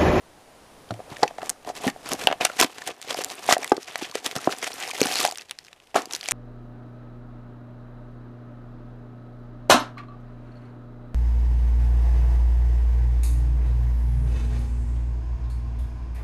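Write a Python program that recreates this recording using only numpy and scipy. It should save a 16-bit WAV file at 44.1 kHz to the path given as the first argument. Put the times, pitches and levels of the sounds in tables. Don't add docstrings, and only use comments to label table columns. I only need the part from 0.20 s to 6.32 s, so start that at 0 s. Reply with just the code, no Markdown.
import sys
import numpy as np
from scipy import signal
from scipy.fft import rfft, irfft
from scipy.io import wavfile
from scipy.ndimage import uniform_filter1d

SR = 44100
rng = np.random.default_rng(int(sys.argv[2]) if len(sys.argv) > 2 else 0)


def generate_wav(signal):
    frames = np.transpose(np.atleast_2d(signal))
    scaled = np.clip(frames, -1, 1) * 32767
    pcm = np.round(scaled).astype(np.int16)
    wavfile.write(sys.argv[1], SR, pcm)


def magnitude_from_level(level_db):
    exponent = np.asarray(level_db, float) / 20
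    return 10 ** exponent


N = 269892
TIME_S = np.arange(N) / SR
FACE_HZ = 710

# f/Hz, density/dB
HISS_SPECTRUM = [(25, -2.5), (230, -2.5), (710, -1), (1460, -10), (8600, -21), (9700, -17), (10800, -23.5),
                 (15000, -30)]
# t/s, level/dB
HISS_LEVEL = [
    (0, -53),
    (.9, -49),
    (1.4, -53.5),
    (2.1, -46.5),
    (2.8, -89.5),
    (6.12, -58),
]
# f/Hz, t60/s, level/dB
BOX_MODES = [(345, 0.013, 3.5), (470, 0.052, 3), (750, 0.046, 10), (874, 0.018, 7), (1080, 0.016, 14.5),
             (1700, 0.035, 3)]
# f/Hz, density/dB
FILM_SPECTRUM = [(700, -17.5), (1300, 11.5), (2600, 10.5), (5000, 3), (8000, -4), (11000, -7), (15000, -16)]
# t/s, effort/dB
EFFORT = [(.6, -108), (1.0, -46.5), (1.14, -64), (1.27, -47), (1.34, -76), (1.44, -63), (1.6, -62),
          (2.0, -55), (2.17, -59.5), (2.34, -50), (2.77, -56.5), (3.03, -53.5), (3.2, -65.5), (4.75, -41),
          (4.86, -34.5), (5.03, -31), (5.13, -54.5), (5.25, -60.5), (5.85, -68.5), (6.12, -38)]
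# centre t/s, width/s, level/dB, box coupling/dB
RIPS = [(1.304, 0.044, -46.5, 15.5), (1.488, 0.038, -37, 14.5), (1.57, 0.045, -41, 6),
        (1.653, 0.061, -30.5, 11), (1.693, 0.022, -31.5, 13.5), (1.929, 0.039, -33, 11.5),
        (2.022, 0.081, -31.5, 8.5), (2.402, 0.021, -21, -18), (2.425, 0.063, -19.5, 7.5),
        (2.553, 0.022, -43.5, -16), (2.674, 0.027, -30.5, 3), (2.83, 0.047, -44, 4.5),
        (2.991, 0.093, -34, 7), (3.118, 0.047, -34, 8.5), (3.259, 0.15, -36, 6), (3.315, 0.058, -17.5, 1.5),
        (3.441, 0.1, -40.5, 10), (3.499, 0.042, -40, 3.5), (3.616, 0.039, -42, -9),
        (4.063, 0.033, -33.5, 5.5), (4.116, 0.058, -41, 3), (4.169, 0.026, -31, 11.5),
        (4.252, 0.073, -38, 4.5), (4.474, 0.02, -29.5, -6), (5.053, 0.051, -30.5, 7.5),
        (5.935, 0.068, -42.5, 10.5)]
# centre t/s, width/s, level/dB, box coupling/dB
DRAGS = [(0.926, 0.039, -43.5, 10.5), (1.036, 0.014, -34, 28.5), (1.189, 0.014, -41.5, -3),
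         (1.223, 0.029, -56, 31), (1.887, 0.059, -33.5, 7.5), (2.221, 0.027, -24.5, 9),
         (2.257, 0.031, -23, -5), (2.586, 0.031, -43.5, 1), (2.712, 0.031, -38, 10), (2.908, 0.061, -30, 3),
         (3.682, 0.031, -34, 2.5), (3.759, 0.092, -40, 2), (3.835, 0.067, -33, -5),
         (3.965, 0.047, -31, -15), (4.323, 0.032, -31, 3.5), (4.441, 0.036, -27.5, -10),
         (4.624, 0.11, -40, -7), (4.686, 0.0046, -37, -6), (5.21, 0.014, -44, 3)]
# centre t/s, width/s, level/dB
HALTS = [(1.627, 0.018, -7.5), (1.873, 0.019, -6), (2.418, 0.008, -6), (3.196, 0.034, -3),
         (3.288, 0.028, -1.5), (3.364, 0.064, -5), (3.694, 0.015, -2), (3.866, 0.018, -4),
         (3.968, 0.011, -15), (4.017, 0.028, -6), (4.057, 0.012, -3), (4.342, 0.01, -8),
         (4.524, 0.022, -6.5), (4.726, 0.013, -23), (5.367, 0.032, -9), (5.985, 0.013, -11)]
# t/s, rms level/dB, t60/s
LANDING = [
    (5.7427, -27, 0.1),
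    (5.7545, -17.5, 0.19),
]
# t/s, edge click level/dB, panel level/dB
SLIPS = [
    (2.0717, 7, 0.5),
    (2.0865, -26, -12),
    (2.1013, -32, -11),
    (2.113, -21, -7.5),
    (2.1259, -13, -6),
]
# t/s, peak level/dB, f/Hz
KNOCKS = [(0.7085, -24.5, 1400), (0.7174, -26, 620), (0.7245, -28, 310), (0.7945, -29.5, 557),
          (1.0335, -4.5, 835), (1.6395, -28, 1020), (1.6808, -15.5, 235), (1.9182, -20, 1080),
          (1.9401, -26.5, 540), (2.3008, -25.5, 594), (2.4128, -9.5, 362), (2.4268, -8, 990),
          (2.6934, -27, 470), (2.9901, -17.5, 540), (3.3112, -11, 1150), (3.5194, -2.8, 830),
          (3.5804, -20, 390), (3.8261, -21.5, 340), (3.9551, -15.5, 448), (4.8168, -8.5, 440),
          (4.857, -21, 255), (5.0128, -18, 1160)]
# t/s, peak level/dB
TAPS = [(0.7083, -21), (0.8031, -25), (1.111, -27.5), (1.1861, -22), (1.2318, -22), (1.476, -22),
        (1.5011, -18.5), (1.7626, -27.5), (2.2108, -15), (2.2519, -11), (2.6777, -23.5), (2.9469, -19.5),
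        (3.2906, -3.5), (3.3264, -8), (3.3677, -10), (3.4329, -28.5), (3.7568, -21.5), (4.0635, -26),
        (4.1653, -20.5), (4.2745, -7.5), (4.2935, -24), (4.4768, -22), (5.052, -31), (5.0629, -37),
        (5.085, -33), (5.7612, -7), (6.087, -24)]
# t/s, peak level/dB, f/Hz, t60/s
THUDS = [(0.712, -26.5, 112, 0.24), (0.919, -30, 120, 0.016), (1.0316, -9, 488, 0.032),
         (3.522, -12.5, 404, 0.0067), (4.164, -24.5, 184, 0.02), (4.2759, -9, 333, 0.029),
         (4.817, -14, 299, 0.029), (1.6693, -13.5, 238, 0.067), (1.679, -18.5, 1834, 0.06)]
# t/s, peak level/dB, f/Hz
FLEXES = [(0.8816, -37, 597), (0.745, -34.5, 700), (1.054, -23, 467), (1.2177, -41, 800), (1.048, -30, 900),
          (1.451, -33.5, 730), (1.4851, -27, 664), (1.6056, -36, 304), (1.6097, -35, 710),
          (1.6518, -19.5, 710), (1.8678, -31, 1060), (1.8909, -30, 710), (1.9183, -26.5, 270),
          (1.946, -28.5, 266), (1.9461, -27, 710), (2.0465, -28, 187), (2.2113, -26, 300),
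          (2.2531, -32, 308), (2.4456, -18, 308), (2.4487, -34, 286), (2.8757, -33, 450),
          (2.9074, -26, 570), (3.0088, -29, 710), (3.3909, -27.5, 425), (4.298, -27, 420),
          (3.5205, -13, 1230), (3.5205, -7.5, 374), (3.8152, -30, 830), (4.092, -34, 710),
          (4.1122, -38, 403), (4.294, -23.5, 1300), (4.274, -15.5, 1020), (4.63, -29, 756),
          (4.6503, -33, 700), (4.6536, -43, 524), (4.678, -27, 750), (4.7006, -29, 1070),
          (4.7354, -30, 740), (4.7968, -26, 590), (4.8446, -27, 460), (4.8741, -28, 750),
          (4.8865, -25.5, 744), (4.9126, -27.5, 730), (4.9267, -38, 750), (4.861, -21.5, 775),
          (4.9676, -29, 780), (5.0408, -25, 700), (5.051, -9.5, 750), (5.0629, -23, 750),
          (5.0854, -21.5, 790), (5.1245, -29, 720), (5.8741, -36, 360)]
# t/s, peak level/dB, f/Hz
NUDGES = [(0.9929, -34, 580), (1.0056, -36, 646), (1.941, -27, 640), (3.5683, -35, 480), (3.6839, -43, 710),
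          (3.7471, -47, 680), (3.9243, -36, 1070), (4.5827, -36, 750), (4.6014, -39, 680)]
# t/s, peak level/dB, f/Hz
FACETS = [(0.9644, -33, 2600), (1.218, -31, 1343), (1.2952, -20, 4200), (1.6474, -25, 3220),
          (1.7005, -26, 1900), (1.8956, -32, 1290), (2.0125, -22.5, 2340), (2.0137, -26, 3230),
          (3.0085, -28, 2780), (2.1138, -26, 3240), (2.2241, -28, 2610), (0.69, -40, 3200),
          (2.2519, -11.5, 2556), (2.3001, -21, 1380), (2.4231, -12, 1450), (2.4258, -18, 3410),
          (2.9787, -23.5, 3060), (3.3109, -12, 3800), (3.3161, -22, 4700), (3.325, -9, 1980),
          (3.333, -13, 1280), (3.4462, -22.5, 1970), (3.8474, -24, 3150), (4.1883, -29, 1310),
          (4.2421, -29, 1800), (4.2449, -23.5, 4220), (4.3191, -22, 4260), (4.4272, -31, 3150),
          (4.4339, -27, 2220), (4.4428, -22, 2830), (4.4676, -20.5, 2020), (4.6129, -28, 2010),
          (4.6205, -25, 1980), (4.6521, -26, 2200), (4.6717, -29, 2270), (4.7069, -24.5, 3210),
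          (4.7523, -27, 2030), (4.7672, -23.5, 3260), (3.8135, -31, 2210), (4.83, -29, 2510),
          (4.8307, -12, 4270), (4.8556, -22, 1490), (4.901, -24, 4460), (4.9246, -31, 2240),
          (4.9409, -28, 2460), (4.9516, -22, 4470), (4.9775, -20, 4310), (4.9884, -14, 4690),
          (5.0162, -19, 3600), (5.041, -14, 3880), (5.0638, -22, 4260), (5.0654, -28, 1580),
          (5.0913, -24, 4810), (5.7455, -26.5, 2380), (5.7852, -25, 1303), (6.0867, -18.5, 2340)]
# t/s, peak level/dB, centre f/Hz
CRINKLES = [(1.8947, -26, 6800), (2.4023, -4, 6160), (2.9908, -28, 6700), (3.2634, -26.5, 8300),
            (3.2937, -23, 5500), (3.3482, -26, 6140), (3.4287, -25, 5480), (3.4965, -24, 7240),
            (4.056, -29, 6960), (4.1839, -27, 5700), (4.4275, -22, 5870), (4.4429, -18.5, 6560),
            (4.5322, -25.5, 5470), (4.7066, -25, 8100), (4.8545, -26, 8840), (4.9354, -27, 7220),
            (4.9398, -18, 5620), (4.9775, -26, 6080), (5.0096, -24.5, 5730), (5.0142, -20, 9900),
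            (5.0329, -20, 7300), (5.0404, -20.5, 5930), (5.0638, -18, 6060), (5.7587, -22, 6920),
            (6.0778, -32, 6660), (6.1161, -9, 8460)]
# t/s, peak level/dB, centre f/Hz
WRINKLES = [(2.4256, -9.5, 3540), (2.6696, -41, 3540), (2.9908, -26, 4600), (3.0968, -30, 4410),
            (3.2751, -30, 3810), (3.3197, -19, 4530), (3.7789, -28, 9820), (4.4157, -31, 5680),
            (4.6773, -26, 5280), (4.8548, -26, 4300), (4.9662, -17, 3940), (5.0095, -23, 4060),
            (5.0592, -24, 3970), (6.0669, -30, 4160), (3.7115, -33, 3130), (3.7475, -34, 3020),
            (3.832, -28, 4250), (3.986, -32, 6160), (5.197, -33, 2600), (4.366, -33, 6000)]
# t/s, peak level/dB
POPS = [(1.3, -5), (1.26, -23), (1.432, -40), (5.442, -39), (2.2498, -4), (3.3256, -2), (2.4125, 5.5),
        (4.8153, -25)]
# t/s, peak level/dB, ring f/Hz
FOLDS = [(0.7083, -25.5, 4150), (0.968, -25, 1830), (1.031, -8, 4800), (1.035, -14, 2000),
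         (1.0785, -20, 2620), (1.218, -29.5, 2650), (1.66, -28, 3260), (1.678, -12, 2000),
         (2.2108, -12, 2800), (2.2535, -6, 2705), (2.4283, -10, 2530), (2.6203, -22.5, 1760),
         (2.9071, -13, 3400), (3.432, -18.5, 2340), (3.5194, -11.5, 1590), (3.5672, -21, 4630),
         (4.4273, -18, 2130), (4.4435, -19, 2120), (4.627, -20, 3120), (4.635, -19.5, 1980),
         (4.712, -17.5, 2480)]
# t/s, peak level/dB, ring f/Hz
CREASES = [(1.183, -27, 1830), (1.2302, -23.5, 1790), (1.89, -18, 10400), (2.0123, -22, 2210),
           (2.2991, -22, 1700), (2.446, -10, 2300), (2.5838, -22, 2020), (2.9443, -15.5, 5370),
           (3.1542, -26, 9680), (3.3254, -0.5, 5800), (3.631, -25.5, 5500), (3.684, -23, 2440),
           (3.7328, -34, 3180), (3.7575, -10.5, 1870), (4.113, -18, 3280), (4.1636, -15, 4380),
           (4.3862, -22.5, 8200), (4.5406, -22.5, 9400), (4.6023, -20.5, 7900), (4.8375, -12, 5260),
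           (4.8577, -11, 9000), (4.9242, -15, 4930), (4.9559, -10, 4600), (4.9888, -14, 4990),
           (5.0758, -13.5, 7100)]
# t/s, peak level/dB, ring f/Hz
CRACKS = [(1.2951, -7.5, 9300), (1.9182, -13, 3140), (1.9342, -9, 7160), (2.2513, 1.5, 7940),
          (2.369, -27, 3450), (2.3996, 0.5, 4690), (2.4129, 5, 6000), (2.6759, -16, 5650),
          (2.8158, -23, 8450), (3.0384, -17.5, 5000), (3.0461, -8.5, 7810), (3.1014, -19, 4640),
          (3.3815, -19.5, 7750), (3.4453, -13, 1930), (3.4776, -21, 3740), (3.9543, -14.5, 4940),
          (4.0462, -19.5, 6100), (4.0627, -8.5, 3700), (4.1547, -20, 4030), (4.8158, -2.5, 2460),
          (4.8702, -12, 3250), (5.0512, -3, 3100), (5.1124, -16, 5040), (5.1747, -19, 8700),
          (5.311, -14, 3300), (5.8571, -20.5, 4860), (5.9632, -19.5, 5440), (6.0873, -9.5, 7560),
          (6.1106, -8.5, 6600), (6.1196, -3.5, 4840)]
# t/s, peak level/dB, ring f/Hz
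DENTS = [(5.1232, -21, 7030), (5.148, -31, 8000), (5.1575, -21, 3900), (5.1839, -19, 5950),
         (5.211, -29, 5700), (5.219, -28, 3960), (5.2957, -27.5, 3900), (5.317, -28, 2560),
         (5.3882, -19.5, 4810), (5.4836, -32.5, 2580), (5.53, -29, 3020), (5.601, -37, 3020),
         (5.82, -22.5, 6730), (5.91, -21, 3470), (5.9249, -16.5, 6230), (5.9353, -9.5, 6140),
         (5.95, -10.5, 5900), (5.9571, -20, 5130), (6.011, -18, 4500), (6.0302, -22.5, 3030),
         (6.0403, -23, 5250), (6.0586, -19, 2830)]
# t/s, peak level/dB, ring f/Hz
TICKS = [(0.739, -20.5, 2950), (1.447, -22, 3200), (1.5518, -17, 3130), (1.699, -10, 5400),
         (2.316, -15, 3120), (3.2964, -16, 4540), (3.493, -18, 3010), (3.5438, -34, 4760),
         (4.8042, -1, 4960), (4.807, -5, 4530), (5.4474, -23, 5960), (2.8254, -15, 4000),
         (3.189, -34, 6950), (3.644, -21, 3780), (3.9122, -13.5, 4970), (4.517, -14, 3320),
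         (5.466, -25, 4500), (5.671, -30, 3360)]


def unit(x):
    return x / np.sqrt(np.mean(x ** 2) + 1e-18)


def band(x, lo_hz, hi_hz, order=2):
    sos = signal.butter(order, [lo_hz, min(hi_hz, .45 * SR)], "band", fs=SR, output="sos")
    return signal.sosfilt(sos, x)


def colour(x, points):
    hz, db = np.transpose(points)
    f_hz = np.fft.rfftfreq(len(x), 1 / SR) + 1
    return irfft(rfft(x) * magnitude_from_level(np.interp(np.log(f_hz), np.log(hz), db)), len(x))


def fade(t_s, t60_s):
    return np.exp(-np.log(1000) * t_s / max(t60_s, .001))


def sine(hz, t_s):
    return np.sin(2 * np.pi * hz * t_s)


def add(out, at_s, x, db):
    top = np.argmax(np.abs(x))
    i = int(at_s * SR) - top
    x = x[:N - i]
    out[i:i + len(x)] += x * magnitude_from_level(db) / np.abs(x[top])


def flicker(rate_hz):
    hold = int(SR / rate_hz)
    levels = rng.standard_normal(N // hold + 1)
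    return uniform_filter1d(np.repeat(levels, hold), hold)[:N]


def crackle(rate_hz, spread_db, smear_s):
    hits = rng.random(N) < rate_hz / SR
    clicks = hits * magnitude_from_level(spread_db * np.minimum(rng.exponential(size=N), 2.8))
    pole = np.exp(-1 / (max(smear_s, 1e-4) * SR))
    burst = np.sqrt(signal.lfilter([1], [1, -pole], clicks ** 2))
    return unit(burst * rng.standard_normal(N))


def hiss():
    level_db = np.interp(TIME_S, *np.transpose(HISS_LEVEL))
    return unit(colour(rng.standard_normal(N), HISS_SPECTRUM)) * magnitude_from_level(level_db)


def room(x):
    t60_s, tail_db = 0.14, -23
    t = np.arange(int(.25 * SR)) / SR
    tail = band(rng.standard_normal(len(t)), 94, 2700, order=1) * fade(t, t60_s) * (t > .004)
    tail *= magnitude_from_level(tail_db) / np.sqrt(np.sum(tail ** 2))
    tail[0] += 1
    return signal.fftconvolve(x, tail)[:N]


def box_hum(force):
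    t = np.arange(3000) / SR
    ring = sum(magnitude_from_level(db) * sine(hz, t) * fade(t, 0.36 * t60_s) for hz, t60_s, db in BOX_MODES)
    return unit(band(signal.fftconvolve(force, ring)[:N], 255, 4700))


def effort_gains():
    box_gone_s, box_gone_db = 5.15, -5.5
    rip_treble_db, drag_treble_db = -5, -12
    effort_db = np.interp(TIME_S, *np.transpose(EFFORT), left=-99)
    mid = magnitude_from_level(effort_db)
    low = magnitude_from_level(-46 + 0.69 * (effort_db + 46.5) + box_gone_db * (TIME_S > box_gone_s))
    top = magnitude_from_level(-53 + 1.1 * (effort_db + 48))
    surges = [(*r, rip_treble_db) for r in RIPS] + [(*d, drag_treble_db) for d in DRAGS]
    for centre_s, width_s, db, low_db, treble_db in surges:
        late = TIME_S - centre_s + 0.043 * width_s
        side_s = np.where(late < 0, 0.45, 0.5) * width_s
        surge = np.exp(-(late / side_s) ** 2) * magnitude_from_level(db - 5.5)
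        mid += surge
        low += surge * magnitude_from_level(low_db - 6.0)
        top += surge * magnitude_from_level(treble_db)
    return low, mid, top


def rustle():
    low_gain, mid_gain, top_gain = effort_gains()
    broad = crackle(700, 5.9, 0.00062) + .5 * crackle(3200, 1.6, 0.00087)
    facets = sum(band(crackle(600, 8.7, 0.0026), hz, 1.73 * hz) for hz in (1160, 2220, 4800, 9000))
    film = colour(broad + 0.83 * facets, FILM_SPECTRUM)
    mid = unit(band(film, 1300, 7000))
    top = -unit(band(film, 7000, 16000))
    low = box_hum(.5 * broad + crackle(400, 3.1, 0.001))
    rumble = magnitude_from_level(-43.5) * np.sqrt(low_gain) * unit(band(crackle(90, 1.4, 0.0022), 64, 200))
    halt_db = sum(db * np.exp(-((TIME_S - s) / (0.41 * width_s)) ** 2) for s, width_s, db in HALTS)
    film_part = magnitude_from_level(halt_db) * (mid_gain * mid + top_gain * top)
    box_part = magnitude_from_level(1.2 * halt_db) * low_gain * low
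    return magnitude_from_level(3.23 * flicker(77)) * (film_part + box_part + rumble)


def landing():
    shake = np.zeros(N)
    for s, db, t60_s in LANDING:
        late = TIME_S - s
        shake += magnitude_from_level(db) * np.clip(late / 0.002, 0, 1) * fade(np.maximum(late, 0), t60_s)
    rattle = unit(band(crackle(4800, 2.2, 0.0011), 730, 4000, order=1))
    body = box_hum(rng.standard_normal(N))
    return band(shake * (body + magnitude_from_level(-7) * rattle), 175, 12000)


def creak():
    edge_hz, edge_t60_s = 2926, 0.006
    panel_hz, panel_t60_s, panel_rise_s = 720, 0.0087, 0.0014
    out, t = np.zeros(N), np.arange(2000) / SR
    chance = rng.standard_normal((len(SLIPS), len(t)))
    for (s, click_db, panel_db), noise in zip(SLIPS, chance):
        edge = sine(edge_hz, t) + 0.12 * noise + 1.02 * band(noise, 740, 4300)
        edge *= fade(t, edge_t60_s) * np.minimum(t / 0.00017, 1)
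        panel = -1.24 * sine(panel_hz, t) * fade(t, panel_t60_s) * (t / panel_rise_s)
        panel += 1.1 * band(noise, 270, 1560) * fade(t, 0.027)
        i = int(s * SR)
        out[i:i + len(t)] += magnitude_from_level(click_db) * edge + magnitude_from_level(panel_db) * panel
    return out


def thuds():
    out, t = np.zeros(N), np.arange(4000) / SR
    for s, db, hz, t60_s in THUDS:
        panel = sine(hz, t) + .5 * sine(1.59 * hz, t) * fade(t, t60_s)
        add(out, s, band(panel * fade(t, t60_s), max(130, .5 * hz), 4000), db)
    return out


def knocks():
    panel_t60_s, rise_cycles = 0.017, 0.57
    out, t = np.zeros(N), np.arange(4000) / SR
    blows = KNOCKS + [(s, db, FACE_HZ) for s, db in TAPS]
    chance = rng.standard_normal((len(blows), len(BOX_MODES), 2))
    for (s, db, hz), mix in zip(blows, chance):
        t60_s = panel_t60_s * (FACE_HZ / hz) ** 0.2
        ring = sine(hz, t) * np.tanh(t * hz / rise_cycles) * fade(t, t60_s)
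        for (mode_hz, mode_t60_s, mode_db), (size, detune) in zip(BOX_MODES, mix):
            mode = sine(mode_hz * (1 + 0.087 * detune), t) * fade(t, 0.27 * mode_t60_s)
            mode *= np.tanh(t * mode_hz / rise_cycles)
            ring += 0.18 * magnitude_from_level(mode_db) * np.tanh(size) * mode
        ring[0] += 1.5
        push = np.hanning(max(int(.28 * SR / hz), 3))
        add(out, s, band(np.convolve(ring, push)[:len(t)], 190, 2800), db)
    return out


def pops():
    pop_hz, fizz_t60_s = 6580, 0.002
    out, t = np.zeros(N), np.arange(1800) / SR
    for s, db in POPS:
        fizz = 0.24 * rng.standard_normal(len(t)) * fade(t, fizz_t60_s)
        burst = sine(pop_hz, t) * fade(t, 2.2 / pop_hz) + fizz
        add(out, s, band(burst, 1400, 13500, order=1), db)
    return out


def gives():
    flex, facet, crinkle = (1.2, .2, .6), (3.1, .8, 0.76), (4.6, 1, 0.72)
    kinds = ((FLEXES, flex), (FACETS, facet), (CRINKLES, crinkle), (NUDGES, flex), (WRINKLES, crinkle))
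    rows = [(*row, *kind) for table, kind in kinds for row in table]
    out, t = np.zeros(N), np.arange(1800) / SR
    chance = rng.standard_normal((len(rows), len(t)))
    for (s, db, hz, cycles, noisy, octaves), noise in zip(rows, chance):
        swing = t * max(hz, FACE_HZ) / cycles
        half = 2 ** (octaves / 2)
        rough = unit(band(noise, hz / half, hz * half))
        add(out, s, swing * np.exp(-swing) * (sine(hz, t) + noisy * rough), db)
    return out


def snaps():
    # t60/s, treble/dB, facet ring/cycles, broad spray share
    fold, crease, crack = (0.1154, -29, 27, 0.6), (0.04, -6.5, 6, 0.4), (0.014, 9.1, 6.6, 0.51)
    dent, tick = (0.06, -19, 9.5, 0.32), (0.055, 3, 4.5, 0.78)
    kinds = ((FOLDS, fold), (CREASES, crease), (CRACKS, crack), (DENTS, dent))
    rows = [(*row, *kind) for table, kind in kinds for row in table]
    rows += [(s + 0.0011, db - 12.0, hz, *tick) for s, db, hz in TICKS]
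    out, t = np.zeros(N), np.arange(2000) / SR
    chance = rng.standard_normal((len(rows), 2, len(t)))
    late = np.maximum(t - .002, 0)
    onset = np.exp(np.minimum(t - .002, 0) / 0.00037)
    for (s, db, hz, t60_s, treble_db, cycles, broad), (noise, size) in zip(rows, chance):
        small_clicks = 0.046 * fade(late, 0.031) * magnitude_from_level(2.1 * size)
        spray = noise * onset * (fade(late, 0.19 * t60_s) + small_clicks)
        facet = sine(hz, late) * fade(late, cycles / hz)
        facet += 0.78 * band(spray, hz / 1.25, hz * 0.99, order=1)
        add(out, s, facet + broad * band(spray, 1100, 6300), db)
        add(out, s, -band(spray, 6500, 11000), db + treble_db - 15.0)
    return out


def scene():
    hands = band(snaps(), 300, SR) + knocks() + thuds() + rustle()
    hands += creak() + landing()
    hands += band(pops() + gives(), 99, SR)
    return (room(hands) + hiss())[None]


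def top_cut(x):
    return signal.sosfilt(signal.butter(12, 16330, fs=SR, output="sos"), x)


def record(dry):
    low_pass = signal.ellip(12, .3, 55, 14980, fs=SR, output="sos")
    mix = signal.sosfilt(low_pass, np.clip(dry, -.85, .85))
    return top_cut(mix)


dry = scene()
out = record(dry)
generate_wav(out)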